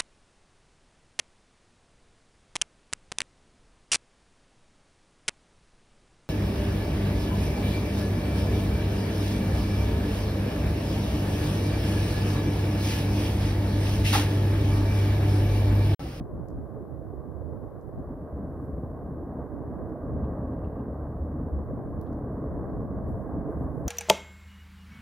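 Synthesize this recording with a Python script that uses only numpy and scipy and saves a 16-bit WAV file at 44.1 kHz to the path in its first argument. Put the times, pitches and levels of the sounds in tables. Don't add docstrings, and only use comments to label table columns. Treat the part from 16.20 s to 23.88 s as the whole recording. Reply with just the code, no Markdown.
import sys
import numpy as np
from scipy import signal
from scipy.fft import rfft, irfft
from scipy.io import wavfile
from scipy.ndimage import uniform_filter1d

SR = 44100
rng = np.random.default_rng(int(sys.argv[2]) if len(sys.argv) > 2 else 0)


def to_wav(sig):
    pcm = np.clip(np.atleast_2d(sig), -1, 1) * 32767
    pcm = np.round(pcm).astype(np.int16)
    wavfile.write(sys.argv[1], SR, pcm.T)


N = 338688
TIME = np.arange(N) / SR


def undb(db):
    return 10 ** (np.asarray(db) / 20)


def curve(table):
    seconds, values = np.transpose(table)
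    return np.interp(TIME, seconds, values)


def unit(x):
    return x / np.sqrt(np.mean(x ** 2))


def steady(x, span_s):
    size = int(span_s * SR / 2)
    power = uniform_filter1d(uniform_filter1d(x ** 2, size), size)
    return x / np.sqrt(power + 1e-18)


def colour(x, points):
    point_hz, point_db = np.transpose(points)
    hz = np.maximum(np.fft.rfftfreq(N, 1 / SR), 1)
    gain_db = np.interp(np.log(hz), np.log(point_hz), point_db)
    return irfft(rfft(x) * undb(gain_db), N)


def ring(x, hz, width_hz):
    b, a = signal.iirpeak(hz, hz / width_hz, fs=SR)
    return signal.lfilter(b, a, x)


def pan(left_over_right_db):
    left = undb(np.atleast_1d(left_over_right_db))
    return 2 * np.array([left, np.ones_like(left)]) / (1 + left)


def bell(peak_s, half_s):
    return np.exp(-((TIME - peak_s) / half_s) ** 2)


def held(start_s, end_s, edge_s):
    return np.clip(np.minimum(TIME - start_s, end_s - TIME) / edge_s + .5, 0, 1)


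def billow(per_s):
    size = int(SR / per_s)
    smooth = uniform_filter1d(rng.standard_normal(N), size, mode="wrap")
    return unit(uniform_filter1d(smooth, size, mode="wrap"))


def bursts(per_s, spread_db):
    size = undb(spread_db * np.minimum(rng.exponential(size=N), 4))
    hits = size * (rng.random(N) < per_s / SR)
    return unit(hits - hits.mean())


def turbulence(per_s, spread_db, gas_db):
    return bursts(per_s, spread_db) + undb(gas_db) * rng.standard_normal(N)


# peak in seconds,
# half length in seconds, rise of the rumble in dB, rise of the roar in dB; a negative rise is a fall.
RISES_AND_FALLS = [(0.002, 0.025, 9.5, 4.5), (0.083, 0.036, -10, 0), (0.217, 0.072, 1, 2),
                   (.49, 0.025, -6.5, 1), (0.562, 0.042, 1, 4.5), (0.656, 0.018, -14, 0),
                   (1.02, 0.078, -1.5, 1), (1.403, 0.013, -6, -3), (1.512, 0.037, -12.5, -1),
                   (1.627, .03, -12, -3), (1.717, 0.017, -12, -3), (1.848, 0.021, -9, 1.5),
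                   (2.09, 0.017, -11, 2), (2.18, .036, 0, 2), (2.58, 0.0069, 1, 2), (2.77, 0.032, -6, .5),
                   (3.194, 0.041, 2, 2), (3.285, 0.0097, -9.5, -4), (3.45, 0.027, -5.5, -0.5),
                   (3.79, 0.04, -3.5, -.5), (4.164, .012, -3, -1.5), (4.54, 0.017, -2, 0),
                   (5.194, 0.044, 4, 0), (5.301, 0.01, -11, 1.5), (5.35, 0.058, 0.5, 0),
                   (5.45, 0.014, -3.5, -2), (5.63, 0.01, -5.5, 0), (5.676, 0.0067, -5.5, 0.5),
                   (5.843, 0.056, 0, -1), (6.45, 0.066, -2.5, -.5), (6.613, 0.02, 3.5, 2),
                   (6.668, 0.013, -2.5, -3), (6.954, 0.054, 0.5, -0.5), (7.04, 0.032, -1, -2),
                   (7.24, 0.011, -6, -3), (7.329, 0.017, -10, .5), (7.521, 0.028, 0, -2.5),
                   (7.61, 0.016, 4, 0.5)]


def bass_falls():
    return sum(min(rumble_rise_db, 0) * bell(s, half_s) for s, half_s, rumble_rise_db, _ in RISES_AND_FALLS)


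# time in seconds, level in dB.
FOUNTAIN_LEVEL = [(0, -46.5), (.95, -49), (1.3, -45.5), (1.6, -46.5), (1.9, -45), (2.6, -43.5), (3.4, -43),
                  (4.05, -39), (4.95, -43), (5.8, -42), (6.3, -39.5), (6.8, -41), (7.2, -39), (7.68, -40)]
# start in seconds, end in seconds, rise of its note in dB.
CRATER_BLOWS = [(1.084, 1.353, 10.5), (2.15, 3.3, 3), (3.818, 4.38, 4), (4.665, 5.44, 7)]
BLOW_EDGE_S = 0.053
RUMBLE_OVER_FOUNTAIN_DB, CRATER_OVER_FOUNTAIN_DB = 6.5, -1.5


def levels():
    fountain_db = curve(FOUNTAIN_LEVEL)
    rumble_db = fountain_db + RUMBLE_OVER_FOUNTAIN_DB + 1.0 * billow(per_s=16)
    roar_db = fountain_db + 0.24 * billow(per_s=8.4) + 0.56 * billow(per_s=56)
    crater_db = fountain_db + CRATER_OVER_FOUNTAIN_DB + bass_falls()
    for start_s, end_s, rise_db in CRATER_BLOWS:
        crater_db = crater_db + rise_db * held(start_s, end_s, BLOW_EDGE_S)
    for s, half_s, rumble_rise_db, roar_rise_db in RISES_AND_FALLS:
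        swell = bell(s, half_s)
        rumble_db = rumble_db + rumble_rise_db * swell
        roar_db = roar_db + roar_rise_db * swell
    return rumble_db, roar_db, crater_db


# frequency in Hz, gain in dB.
RUMBLE_COLOUR = [(15, -36), (25, -23), (46, -3.5), (62, -2.5), (75, -8.5), (92, -6), (128, -3), (175, -7),
                 (215, -7), (262, -5), (322, -7.5), (365, -26.5), (460, -46.5), (770, -120)]


def rumble(rumble_db):
    gas = colour(turbulence(per_s=220, spread_db=2.0, gas_db=1.0), RUMBLE_COLOUR)
    return steady(gas, span_s=0.14) * undb(rumble_db)


# time in seconds, pitch in Hz.
CRATER_NOTE = [(0, 73.87), (1.1, 72.5), (2.2, 79.88), (3, 76.9), (4, 75.1), (5, 75.14), (7.68, 76)]
CRATER_WIDTH_HZ = 2.7


def crater(crater_db):
    hz = curve(CRATER_NOTE)
    mean_hz = hz.mean()
    note = ring(rng.standard_normal(N), mean_hz, CRATER_WIDTH_HZ)
    note = ring(note, mean_hz, 3 * CRATER_WIDTH_HZ)
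    note = np.interp(np.cumsum(hz / mean_hz), np.arange(N), note)
    return steady(note, span_s=0.08) * undb(crater_db)


# frequency in Hz, gain in dB.
DIRECT_COLOUR = [(210, -29.5), (345, -1.5), (368, -5.5), (420, 1), (490, -2.5), (624, -3), (780, -11),
                 (919, -15.5), (1110, -13), (1200, -17), (1360, -27), (1600, -24.5), (1740, -33),
                 (1930, -33.5), (2250, -50), (2600, -59.5), (3400, -88.5), (5700, -120)]
# frequency in Hz, gain in dB.
SCATTERED_COLOUR = [(200, -27.5), (350, 7.5), (480, -14.5), (700, -5), (890, -7), (1080, -11.5),
                    (1350, -16.5), (1600, -20.5), (1950, -21.5), (2400, -40), (3400, -79.5), (6000, -120)]


def jet(roar_db):
    gas = colour(turbulence(per_s=600, spread_db=2.0, gas_db=1.5), DIRECT_COLOUR)
    direct = steady(gas, span_s=0.2)
    scattered = unit(colour(rng.standard_normal((2, N)), SCATTERED_COLOUR))
    return undb(roar_db) * (undb(0.48) * direct + undb(-10.0) * scattered)


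# start in seconds, end in seconds, level in dB.
WIND_GUSTS = [(-.1, 1.85, -36.5), (1.798, 3, -48), (3.28, 3.68, -38.5), (3.85, 4.03, -38),
              (5.28, 5.88, -40), (6.3, 8.1, -39)]
BREEZE_DB, GUST_EDGE_S = -50, 0.12


def wind():
    power = undb(BREEZE_DB) ** 2
    for start_s, end_s, db in WIND_GUSTS:
        power = power + (undb(db) * held(start_s, end_s, GUST_EDGE_S)) ** 2
    return 10 * np.log10(power)


# frequency in Hz, gain in dB.
BUFFETING_COLOUR = [(15, -41), (25, -15.5), (55, 4), (90, 3.5), (145, 1), (200, -5.5), (300, -11),
                    (420, -22), (800, -39), (1800, -110)]
FALL_SHARE = 0.51


def buffeting(wind_db):
    eddies = steady(colour(rng.standard_normal((2, N)), BUFFETING_COLOUR), span_s=0.15)
    return eddies * undb(wind_db + FALL_SHARE * bass_falls())


# frequency in Hz, gain in dB.
FLUTTER_COLOUR = [(120, -35), (250, -11.5), (340, 0), (420, -6.5), (600, -10.5), (900, -21.5), (1400, -33),
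                  (2500, -74.5), (5000, -120)]


def flutter(wind_db):
    eddies = unit(colour(rng.standard_normal((2, N)), FLUTTER_COLOUR))
    return eddies * undb(wind_db - 13.5) * pan(12)


# frequency in Hz, gain in dB.
HISS_COLOUR = [(1500, -3), (4300, -5), (7300, -8.5), (9500, -5), (11400, 0.5), (14200, -2.5), (15500, -6)]


def hiss():
    left, right = unit(colour(rng.standard_normal((2, N)), HISS_COLOUR)) * undb(-77.5)
    return np.array([colour(left, [(6000, -1.0), (9000, 2.5)]), right])


# frequency in Hz, gain in dB.
LEFT_PORT_RESPONSE = [(280, 0), (780, -0.5), (920, -1), (1100, -0.5), (1650, -1.5), (2000, -8.5),
                      (2500, -2.5)]
# start in seconds, end in seconds, level change in dB.
LEFT_BASS_DIPS = [(0.05, 0.11, -7), (0.212, 0.318, -27), (0.44, 1.748, -26.5), (3.227, 3.43, -13),
                  (3.526, 3.807, -9), (5.822, 5.87, -32), (7.003, 7.11, -14), (7.223, 7.344, -10.5),
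                  (7.505, 7.63, -14)]
DIP_EDGE_S, DIP_BELOW_HZ = 0.063, 270


def left_port(left):
    left = colour(left, LEFT_PORT_RESPONSE)
    hz = np.fft.rfftfreq(N, 1 / SR)
    low = irfft(rfft(left) / (1 + (hz / DIP_BELOW_HZ) ** 20), N)
    dip_db = sum(db * held(start_s, end_s, DIP_EDGE_S) for start_s, end_s, db in LEFT_BASS_DIPS)
    return left - low + low * undb(dip_db)


# start in seconds, peak of the envelope in dB before the air dulls it, pitch in Hz.
GAS_SLUGS = [(0.145, -32, 76), (0.196, -32.5, 179), (0.323, -33, 255), (0.379, -33.5, 262),
             (0.568, -32, 464), (0.605, -32.5, 360), (0.813, -34.5, 510), (0.935, -32, 354),
             (1.216, -35, 520), (1.283, -34.5, 436), (1.33, -34, 500), (1.435, -33.5, 445),
             (1.791, -33.5, 273), (1.903, -30.5, 246), (2.006, -30.5, 176), (2.127, -29, 72),
             (2.19, -32.5, 196), (2.275, -32.5, 223), (2.418, -32.5, 273), (2.489, -35, 629),
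             (2.522, -32, 61.4), (3.026, -33, 303), (3.064, -37, 76), (3.186, -35.5, 262),
             (3.187, -32.0, 590), (3.61, -33, 479), (3.622, -28, 240), (3.692, -33.5, 520),
             (3.715, -30.5, 260), (3.756, -34.5, 620), (3.845, -31.5, 76), (3.879, -34, 442),
             (3.945, -22.5, 261), (4.005, -32, 66.8), (4.028, -32.5, 247), (4.089, -32, 597),
             (4.436, -30, 80), (4.999, -28, 76.3), (5.265, -28.0, 270), (5.297, -35, 410),
             (5.321, -23.5, 71.8), (5.505, -34, 525), (5.53, -26, 259), (5.77, -29.5, 84),
             (5.923, -34, 515), (6.066, -34, 465), (6.185, -32, 430), (6.373, -25.5, 266),
             (6.439, -35, 544), (6.593, -32, 457), (6.704, -28.5, 196), (6.73, -32, 72.4),
             (6.779, -32.0, 199), (6.842, -31.5, 76.3), (6.999, -33, 604), (7.166, -23, 293),
             (7.254, -26.5, 289), (7.289, -28.5, 434), (7.359, -29.5, 72), (7.646, -24.5, 66)]
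# frequency in Hz, gain in dB.
AIR_LOSS = [(800, -0.5), (1400, -4), (2400, -36)]
SLUG_CYCLES = 2.85


def slugs():
    out = np.zeros(N)
    for s, db, hz in GAS_SLUGS:
        start = int(s * SR)
        age = TIME[:min(N - start, SR // 4)]
        swell = 2 * age * hz / SLUG_CYCLES
        envelope = swell * np.exp(1 - swell)
        out[start:start + len(age)] += undb(db) * envelope * np.sin(2 * np.pi * hz * age)
    return colour(out, AIR_LOSS)


# time in seconds, peak in dB as the mean of the two channels,
# pitch in Hz, gain of the bright edge in dB, left over right in dB.
NEAR_TICKS = [(.286, -46.5, 6100, -5, -25), (.304, -55.5, 6200, -7, -17), (1.613, -57, 6400, -12, -17),
              (1.79, -59, 5400, -2, -13), (3.696, -60, 5200, -5, -14), (5.028, -60, 4600, -11, -12),
              (5.814, -39.5, 4900, 7.5, -33), (5.931, -53.5, 5630, -11, -19), (6.502, -60, 4200, -10, -9),
              (6.622, -60, 6400, -4, -5)]
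# frequency as a multiple of its pitch, gain in dB.
TICK_BODY = [(.3, -17.5), (.6, -12), (0.759, 1.5), (.98, 2.5), (1.25, -0.5), (1.55, -14.5), (2.6, -27.5)]
# frequency in Hz, gain in dB.
TICK_EDGE = [(6000, -38), (9200, -8.5), (11500, -0.5), (15500, -4.5)]
TICK_FIZZ_DB, TICK_FIZZ_S = -32.5, .025


def ticks():
    out = np.zeros((2, N))
    for s, db, hz, edge_db, pan_db in NEAR_TICKS:
        age = TIME - s
        fizz = rng.standard_normal(N) * (age > 0) * np.exp(-np.abs(age) / TICK_FIZZ_S)
        hit = undb(TICK_FIZZ_DB) * fizz
        hit[int(s * SR)] += 1
        body = colour(hit, [(multiple * hz, body_db) for multiple, body_db in TICK_BODY])
        tick = body + undb(edge_db) * colour(hit, TICK_EDGE)
        out += undb(db) * tick / np.abs(tick).max() * pan(pan_db)
    return out


# peak time in seconds, level in dB before the two grains are mixed,
# half length in seconds, brightness from 0 to 1.
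NEAR_RUSTLES = [(2.444, -79, .025, 0.95), (2.498, -82, 0.36, 0.87), (4.17, -82, 0.26, 0.3),
                (4.52, -84, .11, 0.16), (5.228, -82.5, .03, .13), (5.69, -84, .02, .1),
                (6.9, -76.5, 0.031, 1), (6.997, -78, 0.098, 0.86), (7.315, -77, .04, 1),
                (7.41, -75.5, .035, 0.8), (7.584, -76, 0.17, 0.87)]
# frequency in Hz, gain in dB.
FINE_COLOUR = [(2500, -24.5), (6000, -10.5), (9000, -5.5), (12000, 1), (15500, -10)]
# frequency in Hz, gain in dB.
COARSE_COLOUR = [(1500, -31.5), (2350, 3), (2800, 2.5), (3200, -8.5), (4300, -11.5), (5300, -24.5),
                 (9000, -39)]


def rustles():
    fine = np.array([unit(colour(bursts(per_s=1100, spread_db=3.0), FINE_COLOUR)) for _ in range(2)])
    coarse = np.array([unit(colour(bursts(per_s=100, spread_db=0.5), COARSE_COLOUR)) for _ in range(2)])
    fine, coarse = fine * pan(10), coarse * pan(-0.5)
    out = np.zeros((2, N))
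    for s, db, half_s, bright in NEAR_RUSTLES:
        out += undb(db) * bell(s, half_s) * (bright * fine + (1 - bright) * coarse)
    return out


# start in seconds, level in dB before the envelope, centre in Hz,
# decay time in seconds, gain of the upper resonances in dB.
NEAR_CRUNCHES = [(4.044, -71, 2730, .011, 6), (4.328, -77, 2750, .012, 5), (4.385, -80, 2910, .015, 3),
                 (4.443, -69, 2720, .018, -2), (4.557, -81, 2750, .014, 3), (4.592, -73, 2800, .009, -3),
                 (4.632, -79.5, 2680, .01, -4)]
# frequency as a multiple of the centre, width in Hz of the first
# of two filters, level in dB.
GRIT_MODES = [(1, 420, 4), (1.18, 420, -3.5), (1.4, 550, -8)]


def crunches():
    grains = bursts(per_s=1200, spread_db=1.0)
    out = np.zeros(N)
    for s, db, hz, decay_s, upper_db in NEAR_CRUNCHES:
        modes = []
        for multiple, width_hz, mode_db in GRIT_MODES:
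            mode = ring(ring(grains, multiple * hz, width_hz), multiple * hz, 1.4 * width_hz)
            modes.append(undb(mode_db) * steady(mode, span_s=.02))
        band = unit(modes[0] + undb(upper_db) * sum(modes[1:]))
        age = TIME - s
        envelope = np.clip(age / .002, 0, 1) * np.exp(-np.abs(age) / decay_s)
        out += undb(db) * band * envelope
    return out * pan(-7.5)


# frequency in Hz, width in Hz of the first of two filters, level in dB.
STONE_MODES = [(2700, 250, -2), (3280, 100, -1), (3775, 80, 1), (4320, 220, -6), (5500, 200, -11)]
KNOCK_S, KNOCK_DB, KNOCK_DECAY_S = 5.863, -72.5, .014


def knock():
    contacts = bursts(per_s=990, spread_db=0.0)
    modes = np.zeros(N)
    for hz, width_hz, db in STONE_MODES:
        mode = ring(ring(contacts, hz, width_hz), hz, 2 * width_hz)
        modes += undb(db) * steady(mode, span_s=.02)
    age = TIME - KNOCK_S
    envelope = np.clip(age / .003, 0, 1) * np.exp(-np.abs(age) / KNOCK_DECAY_S)
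    return undb(KNOCK_DB) * unit(modes) * envelope * pan(-10)


def scene():
    rumble_db, roar_db, crater_db = levels()
    wind_db = wind()
    fountain = rumble(rumble_db) + crater(crater_db) + jet(roar_db) + slugs()
    left, right = fountain + buffeting(wind_db) + flutter(wind_db)
    far = np.array([left_port(left), right])
    return far + hiss() + ticks() + rustles() + crunches() + knock()


TOP_HZ = 15700


def record(dry):
    opening = np.minimum(TIME / .003, 1)
    low_pass = signal.ellip(8, .2, 70, TOP_HZ, fs=SR, output="sos")
    return signal.sosfilt(low_pass, dry * opening)


dry = scene()
out = record(dry)
to_wav(out)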